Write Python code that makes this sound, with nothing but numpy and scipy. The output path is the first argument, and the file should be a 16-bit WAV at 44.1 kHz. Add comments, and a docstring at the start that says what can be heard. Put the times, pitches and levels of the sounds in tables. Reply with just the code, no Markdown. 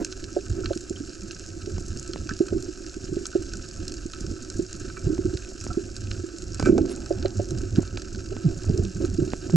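"""A hand rubs briefly on a watertight camera housing while snapping shrimp crackle all around.
The camera drifts over a coral reef: water rumbles past, fingers knock and ring the case,
trapped air glugs. Each shrimp snap is the collapse of a claw's bubble. At 6.6 s a speargun
fires some way off: a click, a churning rush, the clack of the shaft.
Gain control ducks the loud passages."""
import sys
import numpy as np
from scipy import signal
from scipy.fft import rfft, irfft, next_fast_len
from scipy.io import wavfile
from scipy.ndimage import uniform_filter1d

SR = 44100
rng = np.random.default_rng(int(sys.argv[2]) if len(sys.argv) > 2 else 0)


def master_out(mix):
    """Clip the mix to full scale and print it as 16-bit PCM to the path in sys.argv[1]."""
    frames = np.transpose(np.atleast_2d(mix))
    ceiling = np.clip(frames, -1, 1)
    pcm = np.round(ceiling * 32767).astype(np.int16)
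    wavfile.write(sys.argv[1], SR, pcm)


N = 421588

# finger knocks: t/s, level/dB, hardness/dB, pitch factor from the grip, bass/dB
KNOCK_HITS = [(0.364, -12.5, -6.5, 1.076, -14), (0.64, -25, -28, 0.95, -12),
              (0.706, -17.5, -1.5, 1.03, -14), (0.759, -23.5, -25, 0.98, 6), (0.906, -22, -21, 1.03, 8),
              (1.003, -27.5, -26, 0.86, 7), (1.671, -23, -24, 1.09, 0), (2.404, -8.5, -24, 1.03, 2),
              (2.523, -14, -19.5, 1.05, 2), (2.561, -18, -33, 1, 4.5), (2.683, -22.5, -32, 0.97, -7),
              (2.965, -27, -31, 1.02, 7.5), (3.121, -20.5, -34, 0.95, 0), (3.166, -18, -21, 1.05, 5.5),
              (3.352, -10, -17.5, 1.035, -2), (4.055, -27, -23, 0.95, 10), (4.311, -31, -20, 0.9, 9.5),
              (4.592, -15, -23.5, 1, 4.5), (5.067, -26, -26, 1.23, 0), (5.096, -13, -45, 0.97, -3.5),
              (5.125, -16.5, -36, 0.98, -1), (5.187, -16.5, -31, 0.99, 2.5), (5.251, -14, -50, 0.97, -2.5),
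              (5.332, -20, -44, 1.01, -0.5), (5.771, -14.5, -31, 1.05, 6), (6.237, -26, -24, 0.98, 2),
              (6.334, -24.5, -33, 0.89, -15), (6.667, -16.5, -13, 1.07, -3), (6.694, -6.5, -25, 1.02, 2),
              (6.721, -10.5, -45, 0.92, 6), (6.747, -14, -18, 1, 5), (6.78, -12, -8.5, 1.24, 3),
              (6.809, -12, -34, 0.96, 8), (6.889, -21.5, -33, 1.04, -8), (7.106, -13, -5.5, 1.034, -12.5),
              (7.249, -13.5, -6, 1.04, -9.5), (7.395, -17, -4, 1.07, 5), (7.515, -22, -24, 1, -5),
              (8.319, -23.5, -16.5, 1.14, 0), (8.689, -21.5, -13.5, 1.15, 1), (8.739, -19.5, -35, 1.15, -5),
              (8.785, -15.5, -37, 1.21, -3), (9.183, -13, -39, 0.93, -1.5), (9.218, -20, -21, 0.97, 10),
              (9.534, -15.5, -17, 1.01, -2.5)]
# hand bumps: t/s, level/dB, f/Hz
HAND_BUMPS = [(0.509, -26, 86), (2.311, -19.5, 192), (3.038, -27, 199), (3.116, -19.5, 135),
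              (4.207, -25, 163), (5.062, -13, 102), (5.24, -23, 87), (5.342, -20.5, 85),
              (6.629, -15.5, 112), (7.779, -4.5, 158.5), (8.694, -11.5, 160), (8.79, -14, 120),
              (8.95, -20.5, 97), (9.218, -16.5, 102)]
# air pockets: t/s, level/dB, start f/Hz, end f/Hz, length/s
AIR_GLUGS = [(1.206, -33.5, 205, 190, 0.06), (4.395, -36.5, 370, 169, 0.054), (4.866, -37, 330, 170, 0.032),
             (5.698, -38.5, 697, 730, 0.027), (7.144, -25.5, 102.5, 96, 0.053),
             (7.335, -19.5, 101.7, 95, 0.11), (7.49, -28.5, 152, 118, 0.1), (7.58, -30.5, 103.8, 92, 0.21),
             (8.436, -11, 229, 103.6, 0.058), (8.558, -31.5, 122, 181, 0.039),
             (8.8, -27.5, 206.4, 182, 0.13), (9.181, -22.5, 163, 128, 0.055), (9.523, -5, 186, 131, 0.074)]
# small bubbles: t/s, level/dB, f/Hz, sputter/dB, t60/s
SMALL_BUBBLES = [(0.635, -37, 1340, -18, 0.05), (0.961, -33.5, 3130, -28, 0.012),
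                 (2.292, -39, 1534, -12, 0.04), (2.3085, -28, 1660, -24, 0.031),
                 (3.3316, -37, 1470, -28, 0.04), (3.535, -36.5, 1490, -25, 0.045),
                 (4.967, -43.5, 1330, -3, 0.03), (5.7034, -31.5, 1320, -31, 0.08),
                 (6.658, -28.5, 1520, -10.5, 0.044), (6.6865, -34, 1470, -14, 0.044)]
# near shrimp: t/s, level/dB, port ring/dB, sparkle/dB
NEAR_SNAPS = [(0.0469, -24, -26, -1), (0.1247, -32, -4, -12), (0.2404, -33.5, -15, -11),
              (0.6578, -27, -4, -19), (0.732, -36.5, 3.5, -18), (0.7742, -33, -22, -0.5),
              (0.8958, -31.5, -24, 2), (1.3093, -33, -13, -14), (1.66, -38.5, -22, -8),
              (1.805, -40, -26, 11), (1.863, -41, -26, 8), (1.882, -38, -26, 8), (1.9722, -34.5, -28, 0),
              (1.9959, -33, -28, 7), (2.028, -36, -26, 0), (2.0762, -38, -28, 7),
              (2.134, -30.5, -22, -12.5), (2.292, -30, 5.5, -11), (2.39, -35.5, -10, -4),
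              (2.4835, -39, 4.5, -12), (2.625, -35, -24, 4), (2.864, -38, -24, -4), (3.255, -29, -2, -8),
              (3.2666, -27.5, -27, 9), (3.424, -39.5, -1, 5), (3.535, -31.5, -18, -4),
              (3.57, -36.5, -20, -1), (3.688, -37.5, -26, -1), (3.88, -28.5, -21, -2),
              (3.92, -33.5, -26, 1), (3.94, -34.5, -24, -2), (4.063, -37.5, -24, 2), (4.135, -34, 0.5, -14),
              (4.2073, -34, -26, 0), (4.2652, -36, -22, -5), (4.448, -38.5, -16, -6),
              (4.5004, -30.5, -12, -3), (4.7286, -31.5, -28, -1), (4.8998, -42.5, 9.5, -15),
              (5.372, -33, -15, -10), (5.61, -37, -24, 3.5), (5.64, -36, -3, 8), (5.649, -37, -20, 2),
              (5.9562, -40, -14, -3), (5.965, -32, -10, 0), (6.1135, -29.5, -22, -18), (6.384, -36, -26, 4),
              (6.4208, -36, -26, 0), (6.545, -32, -11, 1), (6.859, -37, -24, -3), (6.961, -36, -17, 6),
              (7.06, -37.5, 0, -1), (7.226, -34.5, -6, -17), (7.2577, -29.5, -8, -27),
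              (7.5073, -33, -18, -2), (7.617, -40.5, -26, -1), (7.759, -34.5, -3.5, -16),
              (7.9724, -30.5, -26, -19), (8.019, -34.5, -19, -6), (8.1477, -38.5, -1, -12),
              (8.634, -37.5, -8, -5), (8.776, -32.5, -24, -1), (8.8502, -35.5, -27, -9),
              (9.049, -34.5, 0, -8), (9.3182, -41, -3, -17)]
# shrimp groups: centre f/Hz, width/Hz, level/dB
SHRIMP_GROUPS = [(1500, 250, -62.5), (2520, 1300, -61), (4100, 1800, -57.5), (5750, 1200, -56)]
# blunt cracks: t/s, level/dB, treble/dB
CRACK_HITS = [(1.781, -33.5, -8), (2.159, -28, -20), (5.179, -33.5, -18), (5.6658, -29.5, -26),
              (6.596, -29.5, 7), (6.5998, -23.5, -14), (6.626, -21.5, -7), (6.657, -30, 2),
              (6.7787, -22, -1.5), (6.854, -36.5, -4), (7.829, -36, -22), (7.974, -31, -10),
              (8.366, -32, -22), (8.643, -37, -22), (9.334, -20.5, -29), (9.497, -29, -17)]
# modes of case, lens port and spear shaft: f/Hz, level/dB, t60/s
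CASE_MODES = [(336.5, 1.7, 0.056), (365.9, -7, 0.12), (381.4, 1.2, 0.022), (395, -16, 0.069),
              (533, -3.5, 0.048), (669.5, -6.5, 0.041), (664, -5, 0.013)]
PORT_MODES = [(1326, 5.5, 0.058), (1530, -3, 0.076), (1506, 2.5, 0.055), (2340, -10, 0.078),
              (2545, -7, 0.05)]
SPEAR_MODES = [(2354, 0, 0.078), (2480, 2, 0.027), (2660, -5, 0.02)]
# first swing of each case mode: sign
CASE_SIGNS = (1, 1, -1, -1, 1, -1, 1)
# water flow past the case: t/s, level/dB
FLOW_DB = [(0.0, -48.5), (1.0, -41), (1.35, -41.5), (2.3, -41), (2.85, -48), (3.7, -48), (4.3, -47),
           (4.42, -61.5), (4.58, -45), (4.75, -41), (6.1, -45), (7.0, -42.5), (8.3, -43.5), (9.56, -40)]
# colony fizz, thinning towards open sand: t/s, level/dB
FIZZ_DB = [(0.0, -50.5), (3.0, -50), (6.4, -50), (8.0, -53), (9.56, -49)]
# camera shoves, grip slides, shaft rattles: t/s, length/s, level/dB
CAMERA_SHOVES = [(0.49, 0.03, -30), (1.87, 0.07, -38), (2.5, 0.091, -35), (3.06, 0.1, -40.5),
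                 (3.38, 0.027, -36), (4.545, 0.047, -34.5), (5.03, 0.034, -30), (5.23, 0.051, -29.5),
                 (6.61, 0.22, -28.5), (7.35, 0.07, -37.5), (7.49, 0.15, -31.5), (7.71, 0.077, -29),
                 (8.17, 0.031, -36), (8.44, 0.092, -35), (8.66, 0.18, -26), (8.94, 0.2, -33),
                 (9.19, 0.047, -34.5)]
GRIP_SLIDES = [(0.0, 0.021, -24), (0.54, 0.097, -39), (2.45, 0.22, -41.5), (5.04, 0.058, -36.5),
               (6.75, 0.15, -37), (7.4, 0.22, -40), (7.77, 0.024, -28), (8.38, 0.19, -40),
               (8.71, 0.092, -37.5), (9.0, 0.049, -30), (9.19, 0.15, -38), (9.42, 0.3, -39)]
SHAFT_RATTLES = [(6.603, 0.021, -40), (6.647, 0.032, -41.5)]
# spectra: f/Hz, level/dB
CLAW_SPECTRUM = [(900, -55), (1270, -9), (1600, -4.5), (2050, -20), (2600, -8), (3200, -11), (3650, -12),
                 (4100, -2.5), (5000, -1), (5450, 5.5), (5850, -0.5), (6300, 4.5), (7700, 2.5),
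                 (8250, -9.5), (9500, -13.5), (11000, -25), (14500, -44.5), (17000, -95)]
CRACK_SPECTRUM = [(60, 2.5), (300, 10), (600, 1.5), (1200, -8), (2500, -15), (5000, -28), (16000, -74)]
CASE_FLEX_SPECTRUM = [(15, -12.5), (50, -6.5), (76, -4), (94, 4), (112, -4.5), (140, -11), (185, -16.5),
                      (220, -11.5), (265, -19), (420, -29), (700, -53.5), (2000, -93)]
GRIP_SPECTRUM = [(100, -49.5), (200, -2), (400, -4.5), (470, -15.5), (540, -0.5), (610, -14), (680, -5.5),
                 (820, -22), (1100, -23.5), (2000, -29.5), (4000, -49)]
SWELL_SPECTRUM = [(8, -4.5), (20, -4), (34, -1), (52, 0.5), (66, -4.5), (90, -18.5), (200, -27), (600, -71)]
EDDY_SPECTRUM = [(25, -26), (55, 4), (100, -38), (160, -14), (230, 1), (300, -2), (500, -35), (1500, -84)]
ZING_SPECTRUM = [(1500, -12), (7500, -17), (9000, -17), (9500, -7), (10300, -26), (15000, -46)]
WAKE_FIZZ_SPECTRUM = [(400, -6), (700, 7.5), (1050, -12.5), (1500, -2), (2200, -19), (8000, -25),
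                      (14000, -65)]
WALL_SPECTRUM = [(30, 18), (350, 14.5), (600, 6), (900, -8), (1400, -13), (2000, 3.5), (2500, 1),
                 (3500, -5.5), (7000, -15), (9000, -25.5), (15000, -27)]
# left microphone over right: f/Hz, level/dB
LEFT_LEAN_DB = [(60, -3.5), (100, -3.5), (180, -3.5), (310, -6.5), (530, -3.5), (910, -6), (1560, -5.5),
                (2690, 0), (4640, -4), (7990, 1)]
# left microphone ahead of right: f/Hz, phase/rad
LEFT_LEAD_RAD = [(40, -0.13), (120, 0.26), (300, 0.72), (600, 0.93), (1300, 0.99), (1700, -0.47), (2100, 1),
                 (2600, 0.082), (3100, -1.6), (4300, 0)]


def knocks():
    """Fingers strike the case; a hard blow spreads over more modes."""
    out = np.zeros(N)
    for s, db, hard_db, pitch, bass_db in KNOCK_HITS:
        spread_db = 0.075 * max(hard_db + 25, 0)
        body = case_ring(min(hard_db + 4.5, 3), detune=0.012, loose=1.14, pitch=pitch, bass_db=bass_db)
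        add(out, s, undb(db + 2.5 - spread_db) * body)
    return out


def bumps(cycles=1.87):
    """Soft pushes shake the whole case and stir its lowest modes."""
    out = np.zeros(N)
    for s, db, hz in HAND_BUMPS:
        phase = 2 * np.pi * hz * ticks(cycles / hz)
        push = np.hanning(len(phase)) * (np.sin(phase) + 0.26 * np.sin(2 * phase))
        add(out, s, undb(db - 1) * push)
        add(out, s + 0.00327, undb(db - 10) * case_ring(-15.5))
    return out


def bubbles():
    """Air pockets glug; small bubbles split into rising pings and sputter on the port."""
    out = np.zeros(N)
    for s, db, start_hz, end_hz, length_s in AIR_GLUGS:
        add(out, s, undb(db) * glug(start_hz, end_hz, length_s))
    t, port = ticks(0.079), port_ring()
    for s, db, hz, sputter_db, t60_s in SMALL_BUBBLES:
        for k, (late, detune) in enumerate(rng.random((3, 2))):
            rising_hz = hz * (1 + 0.16 * k * (detune - .5)) * (1 + 0.26 * t)
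            ping = ring(rising_hz, t60_s, t) * (1 - np.exp(-t / (0.03 * t60_s)))
            add(out, s + 0.0061 * k * late, undb(db + 4 - 10 * k) * ping)
        sputter = through(rng.standard_normal(len(t)) ** 3 * np.exp(-t / 0.016), port)
        add(out, s - .002, undb(db + sputter_db) * unit(sputter))
    return out


def near_shrimp():
    """Single claws snap close by and ring the port."""
    out = np.zeros(N)
    port = port_ring()
    for s, db, port_db, sparkle_db in NEAR_SNAPS:
        add(out, s, undb(db + 9.5) * snap(sparkle_db))
        add(out, s, undb(db + port_db - 9.5) * port)
    return out


def cracks():
    """Pressure pulses, trigger and shaft among them, thud through the case with a treble edge."""
    out = np.zeros(N)
    pulse, port = colour(CRACK_SPECTRUM), port_ring()
    for s, db, treble_db in CRACK_HITS:
        add(out, s + 0.001056, undb(db + 8.5) * pulse / np.abs(pulse).max())
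        add(out, s + 0.0016, undb(db - 12.5) * case_ring(-5, loose=0.65))
        add(out, s + 0.00096, undb(db + treble_db + 3) * snap(-5))
        add(out, s + 0.000915, undb(db + treble_db - 12) * port)
    return out


def spear(zing_s=6.916, zing_width_s=0.017):
    """The shaft rattles along the barrel and rings; its wake churns on the case and leaves fizz."""
    t = np.arange(N) / SR
    taps = patter(980, 2.3, 10)
    shaft = unit(through(taps, modal(SPEAR_MODES, length_s=.08)))
    rattle = undb(-4.5) * unit(through(taps, port_ring())) + undb(-3.5) * unit(through(taps, claw(0)))
    eddies = unit(through(patter(500, 2.3, 18), colour(EDDY_SPECTRUM)))
    buffeting = unit(through(patter(700, 4, 3.5), case_ring(-12.5)))
    churn = undb(-2) * buffeting + undb(-1.5) * eddies
    zing = unit(through(taps, colour(ZING_SPECTRUM)))
    fizz = unit(through(taps, colour(WAKE_FIZZ_SPECTRUM)))
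    return (churn * swells([(6.655, 0.094, -18)], attack_s=0.025, release_s=0.091)
            + rattle * swells(SHAFT_RATTLES, attack_s=0.0076, release_s=0.025)
            + shaft * swells([(6.642, 0.024, -41.5)], attack_s=0.0065, release_s=0.027)
            + fizz * swells([(6.89, 0.42, -53)], attack_s=0.017, release_s=0.033)
            + zing * undb(-45) * np.exp(-((t - zing_s) / zing_width_s) ** 2))


def stirring(eddy_db=5, eddy_per_s=11):
    """Level/dB of water on the case: uneven flow, a surge per shove."""
    flow = undb(curve(FLOW_DB) + eddy_db * walk(eddy_per_s))
    surges = swells(CAMERA_SHOVES, attack_s=0.016, release_s=0.03)
    return 20 * np.log10(np.hypot(flow, surges))


def gurgles(stir_db, per_s=11, low_hz=150, high_hz=340, cycles=7):
    """Small air pockets wobble under the hand, louder in stirred water."""
    out = np.zeros(N)
    for when, pitch, slide, size in rng.random((int(per_s * N / SR), 4)):
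        hz = low_hz * (high_hz / low_hz) ** pitch
        db = stir_db[int(when * N)] + 5.5 - 11 * size
        add(out, when * N / SR, undb(db) * glug(hz, hz * (0.816 + 0.37 * slide), cycles / hz))
    return out


def water(stir_db, effort_db):
    """Eddies flex the case over a deep swell."""
    swell = unit(through(rng.standard_normal(N), colour(SWELL_SPECTRUM, size=8192)))
    rumble = unit(through(rng.standard_normal(N), colour(CASE_FLEX_SPECTRUM, size=8192)))
    return undb(-40.5 + 0.49 * effort_db) * swell + undb(stir_db + 1) * rumble


def grip(effort_db):
    """The hand creeps over the case in tiny slips and at times slides."""
    rub = unit(through(patter(220, 3.45, 15.8), case_ring(-18.5)))
    wash = unit(through(patter(400, 2.16, 22), colour(GRIP_SPECTRUM)))
    creep = undb(-43.5 + 0.26 * effort_db + 0.5 * walk(per_s=13))
    slides = swells(GRIP_SLIDES, attack_s=0.0033, release_s=0.014)
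    return np.hypot(creep, slides) * (undb(2) * rub + undb(-10) * wash)


def colony(group_size=3, sway_db=0.6):
    """Far shrimp merge into fizz; nearer ones tick, alone or in groups, and ring the port."""
    far = unit(through(patter(2600, 2.95, 23), claw(0))) * undb(sway_db * walk(per_s=8.2))
    bright_echoes = through(patter(45, 6.6, 22.2), scatter(0.0097, -28, .005))
    bright = unit(through(bright_echoes, claw(2.9)))
    snaps = patter(130, 4.8, 15)
    dull_echoes = through(snaps, scatter(0.0028, 0.95, 0.0058))
    dull = unit(through(dull_echoes, claw(-11.5)))
    port = unit(through(snaps + patter(700, 6, 24.8), port_ring()))
    out = undb(curve(FIZZ_DB)) * far + undb(-57) * bright + undb(-55.5) * dull + undb(-58) * port
    for hz, width_hz, db in SHRIMP_GROUPS:
        group = sum(through(patter(23, 4.8, 19), snap(-4)) for _ in range(group_size))
        out += undb(db) * unit(signal.lfilter(*signal.iirpeak(hz, hz / width_hz, fs=SR), group))
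    return out


def case_ring(hard_db, detune=0, loose=1, pitch=1, bass_db=0):
    """Struck case: soft contact spares the upper modes; the finger detunes, loose scales t60."""
    t = ticks(.16)
    modes = 0
    for (hz, db, t60_s), sign in zip(CASE_MODES, CASE_SIGNS):
        shift = 1 + detune * rng.standard_normal() * np.exp(-t60_s / 0.21)
        modes += sign * undb(db) * ring(pitch * hz * shift, t60_s * loose, t)
    contact = [(100, bass_db - 7), (240, bass_db - 0.5), (320, -1.04), (420, -2.5),
               (520, 0.97 * hard_db), (720, hard_db), (830, hard_db - 1), (1000, hard_db - 15),
               (2200, -73.5)]
    return through(modes, colour(contact, size=1024))


def port_ring():
    """Struck lens port: stiff, passes little below its first mode."""
    highpass = signal.butter(3, 1150, "high", fs=SR, output="sos")
    return signal.sosfilt(highpass, modal(PORT_MODES, length_s=.06))


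def glug(start_hz, end_hz, length_s):
    """An air pocket swells and fades as its pitch slides."""
    hz = np.geomspace(start_hz, end_hz, int(length_s * SR))
    phase = 2 * np.pi * np.cumsum(hz) / SR
    return np.hanning(len(hz)) * (np.sin(phase) + 0.12 * np.sin(2 * phase))


def snap(sparkle_db):
    """One claw bubble's collapse with reflections; rms normalised over the first 3 ms."""
    y = through(scatter(cluster_s=0.0018, tail_db=-19, tail_s=.009), claw(sparkle_db))
    return y / (3.24 * np.sqrt(np.mean(y[:int(.003 * SR)] ** 2)))


def claw(sparkle_db):
    """Response to one snap; more treble when near and direct."""
    hz, db = np.transpose(CLAW_SPECTRUM)
    tilt = np.clip(1.5 * np.log2(hz / 4300), -.3, 1.35)
    return colour(np.c_[hz, db + sparkle_db * tilt], size=1024)


def scatter(cluster_s, tail_db, tail_s, direct=1.74, build_s=.001):
    """Direct pulse, reflections building in the case, tail off the reef."""
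    t = ticks(0.024)
    decay = np.exp(-(t / cluster_s) ** 2) + undb(tail_db) * np.exp(-t / tail_s)
    y = rng.choice([-1, 1], len(t)) * (1 - np.exp(-t / build_s)) * decay
    y[0] += direct
    return y / np.sqrt(np.sum(y ** 2))


def modal(modes, length_s):
    """Sum of decaying modes."""
    return sum(undb(db) * ring(hz, t60_s, ticks(length_s)) for hz, db, t60_s in modes)


def ring(hz, t60_s, t):
    """One decaying mode."""
    return np.sin(2 * np.pi * hz * t) * np.exp(-np.log(1000) * t / t60_s)


def patter(per_s, spread_db, cap_db):
    """Random impulses: many faint, a few strong."""
    when, chance, sign = rng.random((int(per_s * N / SR), 3)).T
    size_db = np.minimum(-spread_db * np.log(1 - chance), cap_db)
    return np.bincount((when * N).astype(int), undb(size_db) * np.sign(sign - .5), N)


def walk(per_s):
    """Random steps, smoothed twice; spread near 1."""
    hold = int(SR / per_s)
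    steps = np.repeat(rng.standard_normal(N // hold + 1), hold)
    return uniform_filter1d(uniform_filter1d(steps, hold), hold)[:N] * np.sqrt(2)


def swells(rows, attack_s, release_s):
    """Attack-hold-release gain from rows of t/s, length/s, level/dB."""
    out = np.zeros(N)
    for s, length_s, db in rows:
        t = ticks(length_s + 6 * release_s)
        release = np.exp(-np.maximum(t - length_s, 0) / release_s)
        add(out, s, undb(db) * np.minimum(t / attack_s, 1) * release)
    return out


def colour(points, size=2048):
    """Minimum-phase impulse response from rows of f/Hz, level/dB."""
    cepstrum = irfft(np.log(undb(on_bins(points, size))))
    cepstrum[1:size // 2] *= 2
    cepstrum[size // 2 + 1:] = 0
    return irfft(np.exp(rfft(cepstrum)))


def on_bins(points, size):
    """Rows of f/Hz, value, interpolated in log f onto FFT bins."""
    hz, values = np.transpose(points)
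    bin_hz = np.maximum(np.fft.rfftfreq(size, 1 / SR), 1)
    return np.interp(np.log(bin_hz), np.log(hz), values)


def curve(rows):
    """Rows of t/s, value, interpolated per sample."""
    return np.interp(np.arange(N) / SR, *np.transpose(rows))


def through(x, response):
    """Convolve, keeping the length."""
    return signal.oaconvolve(x, response)[:len(x)]


def add(out, s, sound):
    """Mix a sound in at time s."""
    i = max(0, int(s * SR))
    out[i:i + len(sound)] += sound[:max(0, N - i)]


def ticks(length_s):
    """Time axis, t/s."""
    return np.arange(int(length_s * SR)) / SR


def unit(x):
    """Scale to rms 1."""
    return x / np.sqrt(np.mean(x ** 2))


def undb(db):
    """Decibels to gain."""
    return 10 ** (np.asarray(db) / 20)


def gain_control(x, threshold_db=-19.5, cut_db_per_db=0.57, average_s=0.056):
    """Loud passages duck both channels."""
    pole = np.exp(-1 / (average_s * SR))
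    envelope = np.sqrt(signal.lfilter([1 - pole], [1, -pole], np.mean(x ** 2, axis=0)))
    return x * np.maximum(envelope / undb(threshold_db), 1) ** -cut_db_per_db


def scene():
    """All sources reach both microphones through the case; a faint antiphase crackle adds width."""
    stir_db = stirring()
    effort_db = stir_db - np.median(stir_db)  # a firmer push stirs water and grip alike
    mid = (knocks() + bumps() + bubbles() + gurgles(stir_db) + water(stir_db, effort_db)
           + grip(effort_db) + colony() + near_shrimp() + cracks() + spear())
    side = undb(-55) * unit(through(patter(1500, 4.6, 21), colour(WALL_SPECTRUM)))
    return np.array([mid + side, mid - side])


def record(dry, top_hz=15100):
    """Uneven case flex splits the microphones in level and phase; then gain control and low-pass."""
    size = next_fast_len(N + 4096)
    left = undb(on_bins(LEFT_LEAN_DB, size) / 2) * np.exp(.5j * on_bins(LEFT_LEAD_RAD, size))
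    mics = irfft(rfft(dry, size) * np.array([left, 1 / left]), size)[:, :N]
    lowpass = signal.ellip(8, .2, 70, top_hz, fs=SR, output="sos")
    return signal.sosfilt(lowpass, gain_control(mics))


dry = scene()
out = record(dry)
master_out(out)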